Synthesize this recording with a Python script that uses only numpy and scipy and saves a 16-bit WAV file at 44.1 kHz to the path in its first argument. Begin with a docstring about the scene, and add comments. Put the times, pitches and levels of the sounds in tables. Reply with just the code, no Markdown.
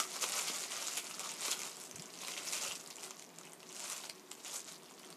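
"""A thin plastic glove crackles as the hand in it handles raw meat on a plastic cutting board.
Dense tiny damped grains make the rasp of the film; larger bursts make its single snaps, and trapped air rings.
A blade or knuckle excites the modes of the board, the blade ticks on it and meat flops as soft low pushes.
Filtered noise is the quiet kitchen air and a humming appliance; decaying noise is the small room's answer."""
import sys
import numpy as np
from scipy import signal
from scipy.fft import rfft, irfft, next_fast_len
from scipy.io import wavfile
from scipy.ndimage import map_coordinates

SR = 44100
rng = np.random.default_rng(int(sys.argv[2]) if len(sys.argv) > 2 else 0)


def generate_wav(sig):
    """Save sig (samples, or channels by samples) to the path in sys.argv[1] as 16-bit PCM at SR."""
    pcm = np.round(np.clip(np.atleast_2d(sig).T, -1, 1) * 32767).astype(np.int16)
    wavfile.write(sys.argv[1], SR, pcm)


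N = 227600  # length in samples

# Table levels are relative: each sound's function adds its own trim.
# the hand's steady fidgeting in the glove: [t/s, crackle level/dB]
FIDGETING = [(0, -45.5), (.08, -45), (.19, -44), (.3, -43), (.6, -42.5), (.72, -51), (.93, -43),
             (1.15, -49.5), (1.3, -47), (1.7, -50.5), (2.15, -57.5), (2.45, -45.5), (2.7, -46), (2.8, -54),
             (3.05, -59.5), (3.3, -72), (3.56, -80), (3.75, -50.5), (3.97, -49.5), (4.03, -53), (4.09, -61),
             (4.14, -86), (4.3, -81), (4.45, -64), (4.75, -57.5), (4.815, -62), (4.86, -57.5),
             (4.92, -58.5), (4.955, -66), (4.99, -57), (5.16, -63)]
# squeezes of the glove that swell to a peak and die:
# [peak t/s, crackle level/dB, rise t/s, fall t/s, large-fold level/dB, middle-fold level/dB]
GLOVE_SQUEEZES = [(0.002, -27.5, 0.011, 0.01, -5, -5), (.166, -41.5, 0.0093, 0.011, 15.5, -2),
                  (.215, -40, 0.0086, .03, -17, -2), (.228, -36, 0.012, 0.043, -2, -6),
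                  (.33, -41, 0.068, 0.05, 5, 2), (.372, -35.5, 0.015, 0.033, -1, 1.5),
                  (0.394, -34.5, 0.019, 0.019, -4, 0), (.418, -45, .03, .01, 6, -3),
                  (0.489, -35, 0.043, 0.019, -2, 3), (.63, -44, 0.14, 0.015, -8, -5),
                  (0.809, -41.5, 0.2, 0.06, 0.5, 4), (.885, -39, 0.039, 0.042, -6, -3),
                  (.98, -41, 0.028, 0.018, -3, 3), (1.21, -39, 0.018, 0.014, -2, 2.5),
                  (1.25, -49, .03, 0.18, 4, 13), (1.425, -39, 0.016, 0.029, 0.5, 3.5),
                  (1.45, -37.5, .008, 0.065, 2, 5.5), (1.521, -34.5, 0.047, 0.015, -6.5, -2),
                  (1.639, -40.5, 0.094, 0.059, 1.5, 0), (2.281, -43, 0.13, 0.082, -3.5, 3),
                  (2.375, -45, 0.012, 0.065, 5.5, 5), (2.48, -49, 0.066, 0.045, -19, -14),
                  (2.54, -37.5, 0.056, 0.07, -5, -0.5), (2.64, -42, 0.027, 0.064, 3.5, -7),
                  (2.711, -40.5, 0.05, 0.023, -4, -7), (2.759, -41.5, .01, 0.012, -3, -11),
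                  (3.04, -46.5, 0.075, 0.08, 3.5, -0.5), (3.22, -53, 0.042, 0.04, -7, -4),
                  (3.39, -55, 0.017, 0.035, 11, -1), (3.5, -56.5, 0.19, 0.02, 5, 5),
                  (3.79, -48.5, 0.051, 0.13, -2, -4), (3.89, -44, 0.16, 0.19, -0.5, 1),
                  (4.039, -44.5, .004, .015, 4, -3), (4.06, -49, .01, 0.014, 4, 0),
                  (4.096, -46, 0.0048, 0.0097, 3, -17), (4.33, -56.5, 0.017, 0.064, 6, 4),
                  (4.452, -48.5, 0.015, .05, 1, 9), (4.561, -40.5, 0.11, 0.042, -1.5, -5),
                  (4.689, -43.5, 0.018, 0.02, -4, -2), (4.724, -46, 0.028, 0.0094, -5, -0.5),
                  (5.11, -62, 0.07, 0.033, 14, 2)]
SWELL_DB = 10  # change in level over one rise or fall time
# colour of the glove film: [f/Hz, level/dB]
FILM_COLOUR = [(240, -42), (400, -4), (432, -0.5), (502, -3), (576, 1.5), (805, -5), (1140, -3),
               (1800, -3.5), (2130, -3.5), (2930, -3), (4280, -3), (6970, 1), (13000, -12), (15100, -24)]

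# colour of the kitchen air and appliance: [f/Hz, level/dB]
AIR_COLOUR = [(29, -75), (50, -54.5), (169, -3.5), (254, -4), (381, -3), (572, -10), (645, -6), (819, -11),
              (1120, -9.5), (1350, -18.5), (1490, -16.5), (1760, -15.5), (2300, -19), (3500, -20.5),
              (5500, -21.5), (10600, -25.5), (15100, -24)]
AIR_DB = -58.5  # rms of the air before its slow changes
# fuzzy appliance lines: [f/Hz, half-width to 1/e f/Hz, rms level/dB]
HUM_LINES = [(167.6, 7.8, -76.5), (234, 51, -91), (370.8, 10.3, -68.5)]
# the background settles: [t/s, level/dB]
BACKGROUND_LEVEL = [(0, 1), (1.8, 1), (2.6, 1), (3.2, -0.7), (4.2, -0.3), (5.16, 0)]

# blade or knuckle on the board:
# [t/s, level/dB, hardness/(dB per octave), share of the free ring time left by the meat and hand]
BOARD_KNOCKS = [(.0008, -17, 5.5, 0.68), (.0022, -23, 4, .7), (.0045, -40, -1, 1.01),
                (0.2401, -21.5, 0.5, 0.38), (0.2421, -28.5, -3, 0.39), (0.296, -30.5, 3, .45),
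                (0.4987, -32, -6.5, 0.36), (1.4828, -22.5, -0.5, 0.4), (2.2835, -31, 2, 0.27)]
# the board's modes when free: [f/Hz, level/dB, t60/s]
BOARD_MODES = [(393, -8, 0.015), (766, -10.5, 0.0074), (1187, -5.5, 0.029), (2330, -12, 0.0087),
               (2680, -14, 0.0043), (3060, -18, 0.019), (3880, -22, 0.013)]
# dry ticks of the blade's edge on the board: [t/s, level/dB]
BLADE_TICKS = [(.0021, -17), (.2402, -26), (.7194, -22), (.9722, -20), (1.4825, -15), (2.2835, -20),
               (2.3772, -26), (4.0977, -20), (4.3158, -30), (5.127, -37)]
TICK_HZ, TICK_CYCLES = 5800, 0.45  # pitch, cycles to decay to 1/e
# the room's tail: [f/Hz, t60/s]
ROOM_DECAY = [(300, 0.13), (2000, 0.14), (7000, 0.089), (13000, 0.15)]

# louder single buckles of the film: [t/s, level/dB, pitch f/Hz, low-fold level/dB]
LOUD_SNAPS = [(.041, -28, 5500, -15), (.0933, -34, 3880, -16), (.13, -26, 9000, -21),
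              (.1341, -34, 6290, -17), (.165, -24, 6760, -7), (.1901, -29, 4570, -20),
              (.2117, -25, 6400, -18), (.2235, -20, 6720, -28), (.2325, -30, 2600, -20),
              (.2402, -15.5, 2630, -18), (.2957, -22, 11280, -23), (.3212, -17.5, 7600, -20),
              (.3335, -25, 4870, -17), (.3754, -21, 6960, -7), (.3906, -18, 7040, -19),
              (.4788, -20, 3020, -23), (.4838, -20, 4650, -18), (.535, -24, 6660, -12),
              (.5766, -34, 6800, -18), (.5844, -23, 8440, -19), (.6317, -28, 6720, -22),
              (.6381, -21, 6740, -19), (.6473, -27, 6800, -18), (.7079, -29, 7970, -20),
              (.7194, -21.5, 3060, -28), (.7327, -24, 7060, -18), (.7575, -27, 5000, -20),
              (.767, -21, 6340, -8), (.8253, -19, 6000, -28), (.829, -25, 6300, -25),
              (.8692, -21, 6850, -31), (.8749, -17, 6700, -22), (.8831, -19.5, 6900, -6),
              (.9333, -31, 6500, -23), (.957, -27, 7110, -8), (.9722, -17, 6860, -31),
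              (.9765, -13.5, 10500, -31), (.9841, -21.5, 7580, -22), (.9985, -35, 7710, -20),
              (1.044, -28, 7050, -19), (1.0693, -26, 5600, -7), (1.095, -30.5, 9260, -19),
              (1.1111, -26.5, 2750, -1), (1.1156, -29, 5340, -22), (1.142, -25.5, 4730, -5),
              (1.1478, -29, 5600, -20), (1.183, -34, 6240, 5), (1.195, -19, 7150, -25),
              (1.2042, -27.5, 5140, 1), (1.2343, -27, 5060, -14), (1.247, -28, 3500, 1),
              (1.2922, -22.5, 6700, -19), (1.3096, -26, 6590, -18), (1.3175, -23.5, 8180, -10),
              (1.3396, -25, 7800, -22), (1.3437, -29, 4820, -20), (1.3646, -36, 2500, -17),
              (1.4085, -22.5, 7490, -12), (1.4162, -22, 8610, -19), (1.4301, -26, 3900, -17),
              (1.4485, -25, 7550, -19), (1.4819, -24, 5200, -20), (1.5154, -13, 7150, -27),
              (1.5211, -16.5, 3350, -19), (1.5322, -24, 3180, -12), (1.5925, -19, 6400, -27),
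              (1.606, -29, 6740, -18), (1.618, -20, 6550, -23), (1.6334, -22, 7200, -24),
              (1.6537, -27, 7240, -20), (1.7314, -36, 6630, -20), (1.755, -39, 6680, -22),
              (1.7585, -31, 7750, -20), (1.769, -27, 7670, -25), (1.8009, -26, 10400, -29),
              (1.8121, -29, 5380, -20), (1.8159, -26.5, 8050, -24), (1.8382, -29, 7550, -30),
              (1.861, -31, 7700, -23), (1.9122, -23.5, 6200, -27), (1.9582, -26.5, 7700, -24),
              (1.9614, -25, 6400, -29), (1.9965, -25, 5550, -26), (2.0002, -30, 4950, -20),
              (2.022, -26.5, 7500, -25), (2.058, -29, 6840, -24), (2.0907, -43, 8010, -20),
              (2.1041, -31.5, 4950, -20), (2.1386, -31, 4690, -21), (2.1418, -40, 7110, -20),
              (2.1754, -32, 6000, -26), (2.189, -27, 5800, -15), (2.224, -33, 6070, -20),
              (2.2338, -30.5, 2400, 4), (2.2489, -24, 4260, -5), (2.272, -27, 6800, -26),
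              (2.2832, -18.5, 3970, -20), (2.3375, -26, 2900, -21), (2.3665, -27, 2200, -20),
              (2.3725, -30, 3300, -20), (2.3772, -21.5, 3370, -18), (2.4338, -29, 8140, -21),
              (2.4521, -26, 8200, -20), (2.478, -29, 5730, -28), (2.5264, -19, 7460, -23),
              (2.533, -21.5, 2540, -16), (2.616, -30, 7600, -27), (2.6201, -29, 7750, -25),
              (2.6514, -20.5, 5860, -6.5), (2.7127, -22.5, 2860, -5), (2.7547, -24.5, 5850, -18),
              (2.759, -30, 5640, -16), (2.8111, -30, 7150, -9), (2.8404, -33, 7410, -22),
              (2.8617, -27.5, 4900, -29), (2.9043, -26.5, 7000, -27), (2.9076, -26, 5430, -22),
              (2.911, -30, 4610, -20), (2.9279, -30, 4730, -24), (2.958, -28.5, 7260, -30),
              (2.9676, -27, 7300, -30), (2.984, -30.5, 2930, -7), (3.002, -34, 7670, -22),
              (3.0202, -36, 6890, -21), (3.033, -25, 5900, -21), (3.0391, -26, 7800, -26),
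              (3.062, -30, 7750, -15), (3.0937, -36, 7580, -20), (3.1082, -25.5, 6300, -4.5),
              (3.1456, -37, 6070, -20), (3.1934, -34, 6960, -21), (3.196, -27.5, 7100, -26),
              (3.2243, -29, 7300, -27), (3.2423, -36, 6500, -20), (3.249, -36, 6300, -19),
              (3.2916, -37, 6890, -18), (3.3864, -25, 7400, -25), (3.4124, -34.5, 6590, 2.5),
              (3.4342, -35, 5770, -18), (3.4527, -33.5, 7920, -2), (3.486, -47, 3700, -20),
              (3.4966, -37, 8050, -22), (3.5208, -33, 6640, -24), (3.534, -27, 8470, -12),
              (3.604, -32, 5460, -8.5), (3.6304, -30.5, 2840, -9), (3.6745, -44, 7280, -20),
              (3.6984, -37, 6760, -19), (3.7076, -32.5, 2900, -23), (3.7273, -27.5, 6930, -20),
              (3.7425, -36, 5860, -20), (3.7487, -28, 6600, -28), (3.7652, -27, 6370, -23),
              (3.7963, -23.5, 7710, -26), (3.8035, -23, 7200, -26), (3.8525, -29, 7200, -26),
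              (3.8801, -27, 6200, -23), (3.9, -21, 7750, -19), (3.9316, -24.5, 7020, -5),
              (4.0025, -36, 6980, -20), (4.037, -30, 3830, -7), (4.0427, -29.5, 6850, -1),
              (4.0543, -29, 5080, -5), (4.0598, -36, 7410, -20), (4.0832, -43, 7650, -20),
              (4.0947, -30, 8800, -19), (4.098, -23.5, 4590, -28), (4.1523, -38, 5640, -8),
              (4.1658, -49, 6930, -20), (4.269, -49, 6800, -31.5), (4.3132, -29, 7110, -30),
              (4.3158, -20.5, 7700, -19), (4.33, -35, 11400, -14), (4.3435, -38, 12000, -20),
              (4.352, -34.5, 6930, -4), (4.3776, -43, 8790, -14), (4.4059, -38, 6160, -21),
              (4.4481, -27, 6900, -29), (4.463, -31, 4780, -1), (4.497, -27, 3370, -25),
              (4.512, -28, 6700, -33), (4.554, -31, 7060, -23), (4.5621, -23, 6750, -26),
              (4.5678, -19.5, 7800, -23), (4.5945, -26, 7800, -25), (4.6045, -26, 6850, -19),
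              (4.6192, -42, 7840, -20), (4.6317, -39, 5080, -18), (4.6657, -37, 5810, 0),
              (4.6843, -26.5, 7040, -21), (4.6906, -34.5, 6100, 3), (4.717, -31, 4400, -24),
              (4.723, -30, 7040, -27), (4.762, -33, 4700, -18), (4.8334, -37, 8600, -19),
              (4.8605, -36.5, 5000, -17), (4.8849, -40, 3620, -13), (4.897, -39, 5730, -20),
              (4.9107, -38, 7150, 3), (4.9201, -42, 6630, -20), (4.9785, -40, 3570, 0),
              (4.9995, -42, 3500, 5), (5.0326, -38, 3170, -18), (5.0683, -38, 6420, -20),
              (5.0881, -38, 4800, 0), (5.1035, -30, 8650, -8), (5.1271, -30, 4760, -6)]
# small buckles: level above the quietest crackle and scatter below it; crackle floor; dB per dB of crackle
SMALL_DB, SMALL_SCATTER_DB = 12.5, 6
SMALL_FLOOR_DB, SMALL_GROWS = -77, 0.79
SMALL_HZ, SMALL_OCTAVES, SMALL_LOW_DB = 7640, 0.636, -24  # pitch near the top, downward scatter, low fold

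# air pockets that ring while the glove crackles: [start t/s, length t/s, pitch f/Hz, level/dB]
AIR_POCKETS = [(0.155, 0.036, 4670, -36), (0.329, 0.009, 4800, -31), (.375, 0.012, 1330, -37),
               (.376, .012, 2250, -44), (.972, .028, 3200, -34), (1.226, 0.04, 1310, -38.5),
               (1.492, .02, 1190, -43), (1.51, 0.027, 3070, -35), (2.475, 0.013, 5800, -29),
               (2.524, .07, 2580, -34.5), (2.53, .05, 5800, -31), (2.636, 0.032, 5000, -40),
               (2.64, 0.047, 2870, -33.5), (2.693, 0.028, 2900, -35)]
POCKET_CYCLES, POCKET_SCATTER = 2.6, 0.12  # cycles to decay to 1/e, relative pitch scatter
# meat flopping on the board: [t/s, level/dB, pitch f/Hz, length t/s]
MEAT_FLOPS = [(1.482, -53, 376, 0.0092), (1.938, -54, 112, 0.02), (1.96, -56, 145, 0.023),
              (1.982, -47, 200, 0.018), (1.992, -53, 141, 0.011), (2.67, -63, 104, 0.037)]

TOP_HZ = 15280  # the microphone's band limit


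def amp(db):
    """Decibels to gain."""
    return 10 ** (np.asarray(db) / 20)


def unit(x):
    """Scale to rms 1."""
    return x / np.sqrt(np.mean(x ** 2) + 1e-20)


def along(points, at):
    """Read [f/Hz, value] points on a log frequency axis."""
    f, v = np.transpose(points)
    return np.interp(np.log(at + 1), np.log(f + 1), v)


def wander(s, rate, points):
    """Smooth random movement at times s, with the given number of turning values per second."""
    return map_coordinates(rng.standard_normal(points), [s * rate])


def filtered(x, response):
    """Weight the spectrum of x by a response of frequency."""
    m = next_fast_len(N + 8192)
    return irfft(rfft(x, m) * response(np.fft.rfftfreq(m, 1 / SR)), m)[..., :N]


def coloured(x, spectrum):
    """A causal colour with peak gain 1, so that nothing rings before a click."""
    size = 4096
    db = along(spectrum, np.fft.rfftfreq(size, 1 / SR))
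    # folding the cepstrum to positive times gives minimum phase
    cepstrum = irfft(np.log(amp(db - db.max()) + 1e-4), size)
    cepstrum[1:size // 2] *= 2
    cepstrum[size // 2 + 1:] = 0
    impulse = irfft(np.exp(rfft(cepstrum)), size)
    return signal.fftconvolve(x, impulse)[:N]


def grains(s, hz, cycles, gain, size=160):
    """Damped sines that swell for a moment; their decay falls to 1/e in the given number of cycles."""
    t = np.arange(size) / SR
    age = t * (hz / cycles)[:, None]
    envelope = np.exp(-age) * (1 - np.exp(-4 * age))
    wave = np.sin(2 * np.pi * hz[:, None] * t) * envelope * gain[:, None]
    wave *= np.cos(np.pi / 2 * np.arange(size) / size)  # ends without a step
    where = (s * SR).astype(int)[:, None] + np.arange(size)
    return np.bincount(where.ravel(), wave.ravel(), N + size)[:N]


def crumpling(s):
    """Squeezes and fidgeting add in power: crackle level, large-fold and middle-fold weight in dB at times s."""
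    peak, db, rise, fall, low_db, mid_db = np.transpose(GLOVE_SQUEEZES)
    late = s[:, None] - peak
    swells = np.where(late < 0, -late / np.abs(rise), late / np.abs(fall))
    power = amp(2 * (db - SWELL_DB * swells))
    total = power.sum(axis=1) + amp(2 * np.interp(s, *np.transpose(FIDGETING)))
    return 10 * np.log10(total), power @ low_db / total, power @ mid_db / total


def crackle(count=22000, calm_db=6.0, busy_db=0.5, clump_db=1.16, cycles=1.43):
    """Countless small folds flip, each at its own pitch; they come in clumps of a few milliseconds."""
    u = rng.random((count, 5))
    s = u[:, 0] * (N - 1) / SR
    hz = 600 * amp(27.92 * u[:, 1])
    level_db, low_db, mid_db = crumpling(s)
    # a resting hand gives a few ticks among faint ones, a busy hand an even rasp
    spread_db = np.interp(level_db, [-56, -42], [calm_db, busy_db])
    size_db = -spread_db * (np.log(u[:, 2] + .01) + 2)
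    size_db += clump_db * wander(s, 150, 1000)
    size_db += 1.62 * wander(s, 40, 300)  # and in slower surges
    life = cycles * (.5 + u[:, 3])
    sign = np.sign(u[:, 4] - .5)
    gain = amp(size_db) * sign * hz / np.sqrt(life)
    even_rms = np.sqrt(np.mean(coloured(grains(s, hz, life, gain), FILM_COLOUR) ** 2))
    # large folds and wet meat sound low, small folds high
    low = 1 / (1 + (hz / 1800) ** 8)
    high = 1 / (1 + (3900 / hz) ** 8)
    middle = 1 - low - high
    shape_db = low * (low_db + 2.0) + middle * (mid_db + 0.44)
    shape_db += high * 0.67 * wander(s, 12, 100) * np.log2(hz / 6500)  # the treble tilts to and fro
    gain = gain * amp(level_db + shape_db - 2.5) / even_rms
    return coloured(grains(s, hz, life, gain), FILM_COLOUR)


def air():
    """Steady kitchen noise that drifts a little, with narrow noise bands as the appliance's hum."""
    t = np.arange(N) / SR
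    drift = wander(t, 1.5, 40)
    noise = filtered(rng.standard_normal(N), lambda f: amp(along(AIR_COLOUR, f)))
    bed = amp(AIR_DB + 0.5 * drift) * unit(noise)
    hum = np.zeros(N)
    for hz, width, db in HUM_LINES:
        line = filtered(rng.standard_normal(N), lambda f: np.exp(-((f - hz) / width) ** 2))
        hum += amp(db) * unit(line)
    settling = amp(np.interp(t, *np.transpose(BACKGROUND_LEVEL)))
    return settling * (bed + hum)


def knocks():
    """Each knock rings the same board modes at new strengths, with a short noise crack."""
    out, t = np.zeros(N + SR), np.arange(SR // 8) / SR
    for s, db, hard_db, free in BOARD_KNOCKS:
        hit = np.zeros(len(t))
        for k, (hz, level, t60) in enumerate(BOARD_MODES):
            mode_db = level + hard_db * np.log2(hz / 1160) + 2 * rng.standard_normal()
            sine = np.sin(2 * np.pi * hz * t + np.pi * k)  # alternate modes swing the other way
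            hit += amp(mode_db - 60 * t / (free * t60)) * sine
        hit += amp(-32.0 + 0.8 * hard_db - 60 * t / 0.0081) * rng.standard_normal(len(t))
        out[round(s * SR):][:len(t)] += amp(db) * hit
    # a small board radiates no bass
    return signal.sosfilt(signal.butter(4, 220, "high", fs=SR, output="sos"), out)[:N]


def ticks():
    """The blade's edge gives one broad swing, damped too fast to ring and stripped of bass."""
    s, db = np.transpose(BLADE_TICKS)
    swing = grains(s, np.full(len(s), TICK_HZ), np.full(len(s), TICK_CYCLES), -amp(db + 3.5))
    return signal.sosfilt(signal.butter(2, 900, "high", fs=SR, output="sos"), swing)


def kitchen(x, count=110):
    """The room's tail is noise that decays at each pitch's own rate, drawn anew as the hand moves about."""
    hz, t, z = signal.stft(rng.standard_normal((count, SR // 5)), SR, nperseg=256)
    decay = amp(-60 * t / along(ROOM_DECAY, hz)[:, None])
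    tails = signal.istft(z * decay, SR, nperseg=256)[1]
    # the walls answer after a few milliseconds
    tails = tails * (1 - np.exp(-np.arange(tails.shape[1]) / SR / 0.0026))
    tails = tails / np.linalg.norm(tails, axis=1, keepdims=True)
    step, out = N // count + 1, np.zeros(N + SR)
    for k in range(count):
        wet = signal.fftconvolve(x[k * step:(k + 1) * step], tails[k])
        out[k * step + 60:][:len(wet)] += wet  # 60 samples of delay
    return out[:N]


def buckles(count=220):
    """The listed snaps and a random scatter of smaller ones that grow with the crackle."""
    u = rng.random((count, 4))
    s = u[:, 0] * (N - 1) / SR
    above_floor = np.maximum(crumpling(s)[0] - SMALL_FLOOR_DB, 0)
    db = SMALL_FLOOR_DB + SMALL_GROWS * above_floor
    db = db + SMALL_DB + SMALL_SCATTER_DB * np.log(u[:, 1] + .01)
    hz = SMALL_HZ * 2 ** (SMALL_OCTAVES * np.log(u[:, 2] + 0.11) + 0.18)
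    small = np.transpose([s, db, hz, SMALL_LOW_DB + 16 * (u[:, 3] - .5)])
    return np.vstack([LOUD_SNAPS, small]).T


def snaps(count=5):
    """A large fold flips in a short burst: a ring at its pitch, a cluster of neighbouring flips, a lower ring."""
    s, db, hz, low_db = buckles()
    u = rng.random((len(s), count + 1, 3)).swapaxes(0, 1)
    one = np.ones(len(s))
    ring = grains(s, hz, 2.6 * (hz / 7000) ** 0.35, amp(db - 4.0))  # larger folds are more damped
    flips = np.zeros(N)
    for v in u[1:]:
        when = s - .0003 + .0016 * v[:, 0]
        pitch = 2200 * amp(16.0 * v[:, 1])
        flips += grains(when, pitch, 0.79 * one, amp(db - 1.7 - 14.0 * v[:, 2]))
    low = grains(s, 1000 + 500 * u[0, :, 0], 1.16 * one, amp(db + low_db - 6.0), size=320)
    edge = grains(s, 11000 * one, 0.5 * one, amp(db + 6.5))  # the first flip is a broad tick
    return ring + coloured(flips + edge, FILM_COLOUR) + low


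def pockets(count=24):
    """Irregular flips of the film excite each air pocket's one resonance."""
    start, length, hz, db = np.transpose(AIR_POCKETS)[..., None]
    u = rng.random((len(AIR_POCKETS), count, 3))
    s = start + length * u[..., 0]
    pitch = hz * (1 + POCKET_SCATTER * (2 * u[..., 1] - 1))
    gain = amp(db - 3.0 * np.log(u[..., 2] + 0.022) - 8)
    return grains(s.ravel(), pitch.ravel(), np.full(s.size, POCKET_CYCLES), gain.ravel(), size=400)


def flops():
    """Soft meat meets the board in one low push that swells and dies."""
    out, t = np.zeros(N + SR), np.arange(SR // 8) / SR
    for s, db, hz, length in MEAT_FLOPS:
        swell = np.sin(np.pi * np.clip(t / length, 0, 1)) ** 2
        out[round(s * SR):][:len(t)] += amp(db) * swell * np.sin(2 * np.pi * hz * t)
    return out[:N]


def scene():
    """Glove, blade, board and meat, their room and the kitchen air."""
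    # the table's reflection thins a narrow band
    dip = lambda f: 1 - .5 * np.exp(-((f - 1720) / 220) ** 2)
    glove = crackle() + snaps() + pockets()
    near = filtered(glove + ticks() + knocks() + flops(), dip)
    return (near + amp(-5.0) * kitchen(near) + air())[None]


def record(dry):
    """The microphone drops the deep bass, fades at the top and keeps nothing above its band limit."""
    bass = signal.butter(3, 80, "high", fs=SR, output="sos")
    return filtered(signal.sosfilt(bass, dry), lambda hz: (hz < TOP_HZ) / (1 + (hz / 14500) ** 16))


dry = scene()
out = record(dry)
generate_wav(out)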